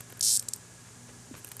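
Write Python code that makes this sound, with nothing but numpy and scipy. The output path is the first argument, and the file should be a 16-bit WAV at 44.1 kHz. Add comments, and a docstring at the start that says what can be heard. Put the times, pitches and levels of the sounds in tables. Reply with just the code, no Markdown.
"""Cicada pawed by a cat

A cicada on a carpet gives one short alarm buzz, with a few single clicks around it.
Its two tymbals buckle in turn, each with a low click and then a sharp high one.
Wings and claws tick on the pile, a paw lands softly, and the room hums and hisses."""
import sys
import numpy as np
from scipy import signal
from scipy.fft import rfft, irfft, next_fast_len
from scipy.io import wavfile
from scipy.ndimage import map_coordinates

SR = 44100
rng = np.random.default_rng(int(sys.argv[2]) if len(sys.argv) > 2 else 0)


def wav_out(sig):
    """Save sig, one row per channel (or a flat mono array), as 16-bit PCM at SR to the path in sys.argv[1]."""
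    wavfile.write(sys.argv[1], SR, np.round(np.clip(np.atleast_2d(sig).T, -1, 1) * 32767).astype(np.int16))


N = 70560

# Appliance hum. Each row: pitch in Hz, rms level in dB.
HUM_TONES = [(60, -75), (101.5, -64), (120, -57), (176, -68), (240, -66), (409, -72)]
# Tone of the appliance whine and the room hiss. Each row: frequency in Hz, gain in dB.
WHINE_EQ = [(1500, -40), (1640, 10.5), (1685, 13), (1730, -15.5), (1900, -20)]
HISS_EQ = [(25, -19), (70, -3.5), (160, -1.5), (260, -4.5), (550, -9.5), (1400, -11), (2200, -15),
           (3600, -17.5), (5200, -14), (6900, -8), (9200, -12.5), (12000, -23), (14000, -29), (15500, -77)]
# Dry ticks and soft scuffs. Each row: start in seconds, level in dB, length in seconds, body in dB.
TICKS = [(.0045, -41, .006, 11), (.096, -53, 0.014, -14), (.1225, -47, 0.0043, 0), (.170, -51, 0.0084, 6),
         (.1928, -41.5, 0.0045, -6), (.4245, -43.5, 0.0037, 2), (.561, -41.5, 0.0024, -9),
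         (1.358, -55.5, 0.048, -6), (1.4456, -37, 0.0036, 3), (1.4712, -44, 0.0023, -6),
         (1.4785, -44.5, 0.0017, 11), (1.4888, -42, 0.0014, -8), (1.5155, -38.5, 0.0051, 8),
         (1.5203, -43, 0.0017, 0), (1.5672, -38, .0025, -4), (1.595, -37, 0.003, 7.5)]
SCUFFS = [(.096, -55, 0.013, 4), (.1215, -48.5, 0.008, 3), (.423, -52, 0.0067, 0), (.85, -61, 0.062, 2),
          (1.075, -56, 0.037, 0), (1.339, -48.5, 0.01, -2), (1.3502, -46, 0.00406, -8),
          (1.356, -56.5, 0.033, -2)]
# Their tone. Each row: frequency in Hz, gain in dB.
TICK_EQ = [(300, -7), (1200, -5.5), (3200, -7), (5000, -10.5), (8000, -1), (12200, 1), (14200, -2),
           (15700, -46)]
SCUFF_EQ = [(60, -1), (200, -2), (480, 2), (780, -3), (1080, 0.5), (1500, -2), (3000, -6), (7000, -17),
            (12000, -30), (15700, -57)]
# The shelf that gives them body. Each row: frequency in Hz, share of the boost.
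BODY_SHELF = [(3500, 0.79), (9000, 0.21)]
# Lone tymbal contractions. Each row: time in seconds, level in dB.
SINGLE_CLICKS = [(.2115, -7), (.3967, -9.5), (.4877, -12), (.5367, -10.5)]
# Pace of each tymbal in the buzz. Each row: time in seconds, contractions per second.
BUZZ_PACE = [(.2285, 100), (.243, 103), (.255, 112), (.287, 112), (.312, 119), (.347, 113), (.358, 98),
             (.375, 102)]
# Ring of the first and second buckling. Each row: frequency in Hz, gain in dB.
LOW_CLICK_EQ = [(1500, -36), (2700, -23.5), (4100, -4.5), (5550, 3.5), (6800, -10), (8800, -6.5),
                (11300, -24), (13300, -10), (14600, -39), (15700, -57)]
HIGH_CLICK_EQ = [(1500, -34), (2800, -24.5), (4300, -11), (5800, -4.5), (6600, 0.5), (7400, 5), (9200, 2.5),
                 (11300, -6.5), (12800, -6), (14500, -39), (15700, -45)]
# Weight of the clicks' lower band, fullest mid-buzz. Each row: time in seconds, boost in dB.
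FULLNESS = [(.21, 1.5), (.232, 2.5), (.26, .5), (.287, 3.5), (.315, 1.7), (.34, -2), (.37, -1.5),
            (.4, -2.5), (.54, -2.5)]
# The shelf for that weight. Each row: frequency in Hz, share of the boost.
FULLNESS_SHELF = [(3200, 0.83), (5600, 1.1), (6600, 1.2), (7200, -0.42), (9500, -0.018)]
# Paw thuds. Each row: start in seconds, level in dB, settled pitch in Hz, 60 dB decay in seconds.
PAW_THUDS = [(1.31, -30.5, 228.3, 0.074), (1.338, -35.5, 95.6, 0.075)]
# Width of the noise. Each row: frequency in Hz, left-right correlation.
STEREO_LIKENESS = [(100, 1), (600, 0.99), (1400, 1), (3400, 1), (6200, 1), (9000, 0.91), (12000, .4)]
# Pan of the close sounds. Each row: frequency in Hz, right minus left in dB.
RIGHT_LEAN = [(9200, -0.5), (10300, 4), (11700, 10), (13000, -1)]
# Their phase offset. Each row: frequency in Hz, left lead in radians.
LEFT_LEAD = [(10400, 0), (11700, 1), (13000, 0.023), (14500, 0)]
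# Treble roll-off. Each row: frequency in Hz, gain in dB.
TREBLE_ROLLOFF = [(13000, 0), (14200, -4), (15700, -20)]


def amp(db):
    return 10 ** (np.asarray(db) / 20)


def along(points, hz):
    """Read a curve on a log frequency axis."""
    freqs, values = np.transpose(points)
    return np.interp(np.log(hz + 1), np.log(freqs + 1), values)


def add(track, start_s, sound):
    """Mix a sound into the track."""
    part = track[..., max(round(start_s * SR), 0):][..., :sound.shape[-1]]
    part += sound[..., :part.shape[-1]]


def filtered(x, response):
    """Apply an EQ given as a function of Hz."""
    n = x.shape[-1]
    size = next_fast_len(2 * n)
    return irfft(rfft(x, size) * response(np.fft.rfftfreq(size, 1 / SR)), size)[..., :n]


def shelved(eq, shelf, db):
    """The EQ curve with one band raised by db."""
    return [(hz, level + db * along(shelf, hz)) for hz, level in eq]


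def ring(eq, pitch=1, size=512):
    """A minimum-phase click with this tone, its envelope peaking at 1."""
    hz = np.fft.rfftfreq(size, 1 / SR)
    cepstrum = irfft(np.log(amp(along(eq, hz / pitch))))
    cepstrum[1:size // 2] *= 2
    cepstrum[size // 2 + 1:] = 0
    click = irfft(np.exp(rfft(cepstrum)))
    return click / np.abs(signal.hilbert(click)).max()


def noise_pair(n=SR // 4):
    """White noise at two close microphone ports, wide only at the top."""
    def width(hz):
        angle = np.arccos(along(STEREO_LIKENESS, hz)) / 2
        return np.array([np.cos(angle), np.sin(angle)])
    mid, side = filtered(rng.standard_normal((2, n)), width)
    return np.array([mid + side, mid - side])


def wobble(rate):
    """A smooth random curve, rate knots a second."""
    knots = rng.standard_normal(int(N * rate / SR) + 4)
    return map_coordinates(knots, [np.arange(N) * rate / SR])


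def in_room(sound, reflections):
    """Add quick scatter off the floor and the cat, and a short room tail."""
    t = np.arange(reflections.shape[1]) / SR
    def tail(db, t60):
        fade = amp(-60 * t / t60)
        return amp(db) * fade / np.linalg.norm(fade)
    response = reflections * np.hypot(tail(db=-11, t60=.028), tail(db=-15, t60=.2))
    response[:, 0] += 1  # direct sound
    return signal.fftconvolve(sound[None], response, axes=1)


def room_tone(waver_db=2.5, hiss_db=-52.5, whine_db=-67):
    """A wavering appliance hum and a thin whine over steady hiss."""
    t = np.arange(N) / SR
    bed = np.zeros((2, N))
    for hz, db in HUM_TONES:
        peak = np.sqrt(2) * amp(db + waver_db * wobble(4.86))
        bed += peak * np.sin(2 * np.pi * (hz * t + rng.random()))
    for eq, db in [(HISS_EQ, hiss_db), (WHINE_EQ, whine_db)]:
        noise = filtered(noise_pair(N), lambda hz: amp(along(eq, hz)))
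        bed += amp(db) * noise / np.sqrt(np.mean(noise ** 2))
    return bed


def crackles(events, eq, spiky_db=5):
    """Wing and claw ticks or carpet scuffs: each is a brief cluster of tiny snaps."""
    out = np.zeros((2, N))
    for start, db, length, body_db in events:
        n = int(length * SR)
        noise, spikes = rng.standard_normal((2, SR // 10))[:, :n]
        grains = noise * amp(spiky_db * spikes) * signal.windows.tukey(n)
        snaps = np.convolve(grains, ring(shelved(eq, BODY_SHELF, body_db)))
        snaps *= np.sqrt(n) / np.linalg.norm(snaps)
        add(out, start, amp(db) * in_room(snaps, noise_pair()))
    return out


def split(click, snap_db=-9.5):
    """The sharp click splits: a weaker snap follows right behind."""
    delay_s = rng.uniform(.00008, .0004)
    return filtered(click, lambda hz: 1 + amp(snap_db) * np.exp(-2j * np.pi * hz * delay_s))


def cicada(buzz_db=-8.5, rise_db_per_s=11, scatter_db=.64, low_db=-7.5, lead_s=.00222, drift=.75):
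    """Two tymbals take turns; every contraction buckles twice, low then high."""
    times, rates = np.transpose(BUZZ_PACE)
    t = np.arange(times[0], times[-1], 1 / SR)
    cycles = np.cumsum(np.interp(t, times, rates)) / SR
    buzz = []
    for lag in (0, .405):  # the second tymbal trails by part of a cycle
        for when in np.interp(np.arange(lag, cycles[-1]), cycles, t):
            swell_db = rise_db_per_s * (when - times.mean())
            buzz.append((when, buzz_db + swell_db + rng.normal(0, scatter_db)))
    out, still = np.zeros((2, N)), noise_pair()
    for when, db in buzz + list(SINGLE_CLICKS):
        low_pitch, high_pitch = np.exp(rng.normal(0, .018, 2))
        full_db = np.interp(when, *np.transpose(FULLNESS))
        # The insect struggles, so a share of the reflections changes with each click.
        reflections = np.sqrt(1 - drift) * still + np.sqrt(drift) * noise_pair()
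        first_db = db + low_db + .5 * full_db + rng.normal(0, scatter_db)
        low = ring(shelved(LOW_CLICK_EQ, FULLNESS_SHELF, full_db), low_pitch)
        high = ring(shelved(HIGH_CLICK_EQ, FULLNESS_SHELF, full_db), high_pitch)
        add(out, when - lead_s, amp(first_db) * in_room(low, reflections))
        add(out, when, amp(db) * in_room(split(high), reflections))
    return out


def paw(bend=.66, settle_s=.0046, attack_s=.0031):
    """A padded paw meets the floor, then takes the weight: two thuds that drop in pitch."""
    t = np.arange(SR // 4) / SR
    out = np.zeros(N)
    for start, db, hz, t60 in PAW_THUDS:
        pitch = hz * (1 + bend * np.exp(-t / settle_s))
        envelope = amp(db - 60 * t / t60) * (1 - np.exp(-t / attack_s))
        add(out, start, envelope * np.sin(2 * np.pi * np.cumsum(pitch) / SR))
    return out


def close_pan(hz):
    """Left and right gains for close sounds: the top end leans right."""
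    level = amp(np.outer([-.5, .5], along(RIGHT_LEAN, hz)))
    phase = np.outer([.5, -.5], along(LEFT_LEAD, hz))
    return level * np.exp(1j * phase)


def scene():
    """Cicada and ticks up close, over scuffs, paw and room tone."""
    close = filtered(cicada() + crackles(TICKS, TICK_EQ), close_pan)
    return close + crackles(SCUFFS, SCUFF_EQ) + paw() + room_tone()


def record(dry):
    """The top treble fades above 13 kHz and stops at 15.7 kHz."""
    top_hz = 15700
    return filtered(dry, lambda hz: amp(along(TREBLE_ROLLOFF, hz)) * (hz < top_hz))


dry = scene()
out = record(dry)
wav_out(out)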